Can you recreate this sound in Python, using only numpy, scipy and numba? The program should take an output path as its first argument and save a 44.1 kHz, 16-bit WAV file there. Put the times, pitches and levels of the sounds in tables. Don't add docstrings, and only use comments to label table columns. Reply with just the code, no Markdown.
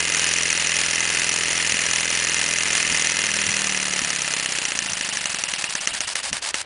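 import sys
import numpy as np
from scipy import signal
from scipy.fft import rfft, irfft
from scipy.io import wavfile
from numba import njit

SR = 44100
rng = np.random.default_rng(int(sys.argv[2]) if len(sys.argv) > 2 else 0)


def master(y):
    cut = np.clip(np.atleast_2d(y).T, -1, 1)
    pcm = np.round(cut * 32767)
    wavfile.write(sys.argv[1], SR, pcm.astype(np.int16))


N = 293554
TIME = np.arange(N) / SR
FULL_RATE = 42

# (time [s], relative level [dB], relative level of bright tick [dB], body resonance [Hz])
KNOCKS = [(4.6519, -3.5, -17.5, 1990), (4.7189, -5.5, -21, 2790), (4.789, -4, -10.5, 2850),
          (4.8601, -6.5, -16, 1850), (4.9325, -11.5, -7.5, 1850), (5.0095, -6, -17, 1840),
          (5.0889, -8, -13, 1850), (5.1706, -7.5, -13, 1770), (5.256, -3, -16.5, 2860),
          (5.3447, -6, -12.5, 1860), (5.437, -5, -15, 2710), (5.5362, -3.5, -16.5, 2780),
          (5.6405, -3, -15.5, 2580), (5.7519, -6.5, -11.5, 1660), (5.8724, -1, -14, 2820),
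          (6.0051, -2.5, -16, 2800), (6.1544, -2.5, -15.5, 1990), (6.3284, -4, -16, 2860),
          (6.542, -2.5, -22, 2560)]


def undb(db):
    return 10 ** (np.asarray(db) / 20)


def level(x, db):
    return x * undb(db) / np.sqrt(np.mean(x ** 2))


def noise(points):
    hz, db = np.transpose(points)
    log_hz = np.log(np.maximum(np.fft.rfftfreq(N, 1 / SR), 1))
    gain = undb(np.interp(log_hz, np.log(hz), db))
    shaped = irfft(rfft(rng.standard_normal(N)) * gain, N)
    return level(shaped, 0)


@njit
def svf(x, hz, width):
    y, band_state, low_state = np.empty(len(x)), 0., 0.
    for i in range(len(x)):
        g, damping = np.tan(np.pi * hz[i] / SR), width / hz[i]
        v = (band_state + g * (x[i] - low_state)) / (1 + g * (g + damping))
        band_state = 2 * v - band_state
        low_state = low_state + 2 * g * v
        y[i] = damping * v
    return y


def band(x, hz, width_hz):
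    return svf(x, hz * np.ones(N), float(width_hz))


def clicks(times, db):
    inside = (times >= 0) & (times < (N - 1) / SR)
    samples = (times[inside] * SR).astype(int)
    return np.bincount(samples, undb(db[inside]), N)


def chatter(blows, decay_s):
    keep = np.exp(-2 / (decay_s * SR))
    power = signal.lfilter([1 - keep], [1, -keep], blows ** 2)
    return np.sqrt(power) * rng.standard_normal(N)


def near(stroke, place, length):
    distance = (stroke - place + 1) % 2 - 1
    return np.exp(-(distance / length) ** 2)


def wander():
    return noise([(3, 0), (20, 0), (60, -40), (200, -90)])


def sets_in(speed, rate, order=10):
    return -20 * np.log10(1 + (rate / speed) ** order)


def ports(stroke, speed, blur_power=1.12, edge_power=2.3):
    # (place in turn [strokes], closing time [strokes],
    # speed-dependent depth at creep [dB], constant depth term [dB], puff at full speed [dB])
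    port_cycle = [(.83, 0.18, 31.5, -1, 2.5), (1.885, 0.12, 40, -3, 0)]
    creep_rate = 9
    opening, advance = 0.064, 0.11
    puff_delay, puff_length = 0.13, 0.07
    db, pace = 0, speed / FULL_RATE
    for place, closing, slow_db, fast_db, puff_db in port_cycle:
        since = (stroke - place + advance * pace ** 2 + 1) % 2 - 1
        edge = np.where(since < 0, closing, opening)
        shut = np.exp(-np.abs(since / edge) ** edge_power)
        depth_db = fast_db + slow_db * (creep_rate / speed) ** blur_power
        puff = puff_db * pace * near(since, puff_delay, puff_length)
        db = db - shut * depth_db + puff
    return db


def exhaust(stroke, speed, flutter_db=2.48, leak_db=-48, return_side_db=0.07):
    # (frequency [Hz], level [dB])
    slow_colour = [(88, -54), (150, -14.5), (405, -17.5), (567, -1), (868, 1), (1280, 0), (1670, 4),
                   (2650, 3), (3110, 2.5), (3460, 1.5), (4940, 3.5), (9190, 0.5), (10400, -3.5),
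                   (13500, -65), (22000, -120)]
    # (frequency [Hz], level [dB])
    fast_colour = [(150, -27), (400, -8.5), (900, -4.5), (1400, -2.5), (1900, 2), (2700, 3.5), (3600, -1),
                   (5000, 1.5), (7000, 5.5), (8200, -8), (9500, 3.5), (10400, -13)]
    slow_air_db, pressure_db, pressure_power = -27.5, 4.5, 4.2
    pace = np.clip(speed / FULL_RATE, 0, 1)
    jet = pace * noise(fast_colour) + np.sqrt(1 - pace ** 2) * noise(slow_colour)
    side_db = return_side_db * pace * np.sin(np.pi * stroke)
    air_db = slow_air_db + pressure_db * pace ** pressure_power - side_db
    flutter = noise([(2, 18), (20, 10.5), (100, 17.5), (400, -28)])
    leak = noise([(300, -9), (1200, 0), (3000, 2.0), (5500, -27), (10000, -33)])
    return jet * undb(air_db + ports(stroke, speed) + flutter_db * flutter) + undb(leak_db) * leak


def dead_centre(stroke, speed, lead_s=.001, return_lead_s=.0005, contact_s=.0011,
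                slow_db=-1.5, body_db=-3, body_width_hz=900):
    knock_db, return_db, scatter_db = -5.5, -6.5, 1.2
    return_rate = 12.5
    turns = np.arange(0, stroke[-1], 2)
    chance = rng.standard_normal((len(turns), 3)).T
    out = np.interp(turns, stroke, TIME) - lead_s
    back = np.interp(turns + 1, stroke, TIME, right=-1) - return_lead_s + 0.0005 * chance[2]
    times, db, _, body_hz = np.transpose(KNOCKS)
    running = out < times[0] - 1 / FULL_RATE
    fast = clicks(out[running], knock_db + scatter_db * chance[0][running])
    slow = clicks(times + contact_s, db + slow_db)
    back_db = return_db + sets_in(np.interp(back, TIME, speed), return_rate)
    soft = clicks(back, back_db + scatter_db * chance[1])
    fast = undb(-1) * fast + undb(-6) * chatter(fast, .0018)
    slow = undb(-1) * slow + undb(-6) * chatter(slow, .0018)
    body = undb(body_db) * band(slow, np.interp(TIME, times, body_hz), body_width_hz)
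    return fast + slow + body + undb(-14.0) * soft + undb(-8.0) * chatter(soft, 0.0057)


def rattle(stroke, speed, force_db=-3, ring_width_hz=750):
    # (place in turn [strokes], relative level [dB], resonance [Hz], hardness [0-1])
    touches = [(.02, 0, 1960, 0.02), (.16, -7, 1880, 0.3), (.47, -6.5, 2570, 0.68), (.55, -6, 1900, 0.25),
               (.885, 6, 2260, 0), (1.02, 1, 2120, 0.15), (1.162, -14, 2330, 0.1), (1.3, -8.5, 1890, 0.3),
               (1.471, -3, 2650, 0.34), (1.6, -1, 2600, 0.53)]
    # (time [s], relative level [dB])
    looseness = [(0, -1.5), (1.6, -1.5), (3.1, 0.5), (3.9, -2), (6.6, -4.5)]
    full_speed_db, db_per_octave, onset_rate = -3, 9.5, 13.5
    jitter_s, scatter_db = .00005, 1.1
    turns = np.arange(0, stroke[-1], 2)
    rattle_db = full_speed_db + db_per_octave * np.log2(speed / FULL_RATE) + sets_in(speed, onset_rate)
    rattle_db = rattle_db + np.interp(TIME, *np.transpose(looseness))
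    out = 0
    for place, db, hz, hardness in touches:
        chance = rng.standard_normal((len(turns), 2)).T
        times = np.interp(turns + place, stroke, TIME, right=-1) + jitter_s * chance[0]
        touch_db = force_db + db + np.interp(times, TIME, rattle_db) + scatter_db * chance[1]
        touch = clicks(times, touch_db)
        touch = touch + undb(-7) * chatter(touch, .0016)
        share = np.clip(hardness, 0, 1)
        out = out + share * touch + (1 - share) * band(touch, hz, ring_width_hz)
    return out


def linkage(stroke, speed, knock_db=22, tick_drift=0.0083):
    # (frequency [Hz], width [Hz], level [dB])
    frame_modes = [(283, 390, -13.5), (540, 125, -13), (918, 58, -13), (1342, 107, -9), (1793, 246, -4),
                   (2050, 101, -4), (2510, 180, -6.5), (2785, 340, -5), (4150, 190, -7), (9880, 200, -8.5)]
    tick_hz, tick_width_hz, tick_base_db = 5890, 440, 17
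    blows = dead_centre(stroke, speed) + rattle(stroke, speed)
    frame = sum(undb(db) * band(blows, hz, width) for hz, width, db in frame_modes)
    times, _, bright_db, _ = np.transpose(KNOCKS)
    tick = band(blows, tick_hz * (1 + tick_drift * wander()), tick_width_hz)
    tick_db = tick_base_db + np.interp(TIME, times, bright_db) + 3.2 * (speed / FULL_RATE) ** 2
    return undb(knock_db) * (frame + undb(tick_db) * tick)


def room(x, t60_s=0.43, wet_db=-14, dull_hz=3200):
    t = TIME[:SR // 3]
    tail = rng.standard_normal(len(t)) * undb(-60 * t / t60_s) * (t > .003)
    tail = signal.sosfilt(signal.butter(2, dull_hz, fs=SR, output="sos"), tail)
    tail = tail / np.linalg.norm(tail)
    return x + undb(wet_db) * signal.fftconvolve(x, tail)[:N] * np.sqrt(2 * dull_hz / SR)


def hollow(hiss, stroke, speed, notch_hz=6150, notch_width_hz=1800):
    hollow_cycle = [(.45, 0.31, 0.92), (1.35, 0.17, 0.85)]
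    drift_hz, unevenness = 300, .15
    hz = notch_hz + drift_hz * wander()
    depth = sum(share * near(stroke, place, length) for place, length, share in hollow_cycle)
    depth = depth * np.interp(speed, [9, 18], [.15, 1])
    depth = np.clip(depth * (1 + unevenness * wander()), 0, 1)
    for _ in range(2):
        hiss = hiss - depth * band(hiss, hz, notch_width_hz)
    return hiss


def base_hum(stroke, speed, lead=0.068, waver_db=0.5):
    # (frequency [Hz], level [dB])
    base_response = [(33, -25), (42, -12.5), (58, -8.5), (84, 0.5), (111, -3), (135, -1), (168, 2.5),
                     (190, 8.5), (201, 6), (212, -10), (228, -9), (255, 1), (292, -0.5), (370, -7),
                     (420, 1.5), (490, -3), (560, -0.5), (620, -16)]
    shove_db = [-1, 1, -19, 1.5, 1.5, -5.5, -1, -1, -1.5, -2.5, -2, -7.5, -3, -10]
    full_speed_db, db_per_octave = -48, 11.5
    hz, db = np.transpose(base_response)
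    hum = 0
    for k, shape_db in enumerate(shove_db, 1):
        gain = undb(np.interp(k * speed, hz, db) + shape_db)
        hum = hum - gain * np.cos(2 * np.pi * k * (stroke + lead))
    hum_db = full_speed_db + db_per_octave * np.log2(speed / FULL_RATE)
    waver = noise([(6, -15), (25, -12), (90, -85)])
    return np.sqrt(2) * hum * undb(hum_db + waver_db * waver)


def room_tone(tone_db=-50.5):
    # (frequency [Hz], level [dB])
    tone_colour = [(25, -20), (45, -5), (80, -3), (160, -14), (400, -6), (1500, -19), (4000, -16.5),
                   (10000, -43)]
    return undb(tone_db) * noise(tone_colour)


def handling(width_s=0.022, bump_db=-3):
    # (time [s], relative level [dB])
    bump_times = [(1.736, -36), (2.926, -31.5), (3.486, -32.5), (4.026, -34), (4.926, -38), (5.924, -42),
                  (6.056, -48), (6.326, -35)]
    swell = sum(undb(db) * np.exp(-((TIME - s) / width_s) ** 2) for s, db in bump_times)
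    rumble = noise([(25, -11), (55, -7), (170, -5.5), (260, -5.0), (600, -43), (2000, -95)])
    return undb(bump_db) * swell * rumble


def port_ring(stroke, speed, ring_hz=2800, width_hz=450, ring_db=-29, place=0.706, length=0.11):
    ring = band(rng.standard_normal(N), ring_hz, width_hz)
    ring = band(ring, ring_hz, width_hz)
    middling = np.interp(speed, [10, 15, 26, 36], [0, 1, 1, 0])
    return level(ring, ring_db) * near(stroke, place, length) * middling


def scene():
    # (time [s], rate [strokes/s])
    speed_curve = [(0.0, 42.088), (0.712, 41.901), (1.723, 41.943), (3.193, 40.939), (3.698, 38.486),
                   (4.446, 32.417), (6.66, 6.738)]
    start_stroke = -.257
    speed = np.interp(TIME, *np.transpose(speed_curve))
    stroke = start_stroke + np.cumsum(speed) / SR
    engine = exhaust(stroke, speed) + linkage(stroke, speed) + port_ring(stroke, speed)
    engine = hollow(room(engine), stroke, speed)
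    mono = engine + base_hum(stroke, speed) + room_tone() + handling()
    return np.array([mono, mono])


def record(dry, ceiling=.85, top_hz=10450):
    rounded = ceiling * np.tanh(dry / ceiling)
    return signal.sosfilt(signal.ellip(12, .2, 75, top_hz, fs=SR, output="sos"), rounded)


dry = scene()
out = record(dry)
master(out)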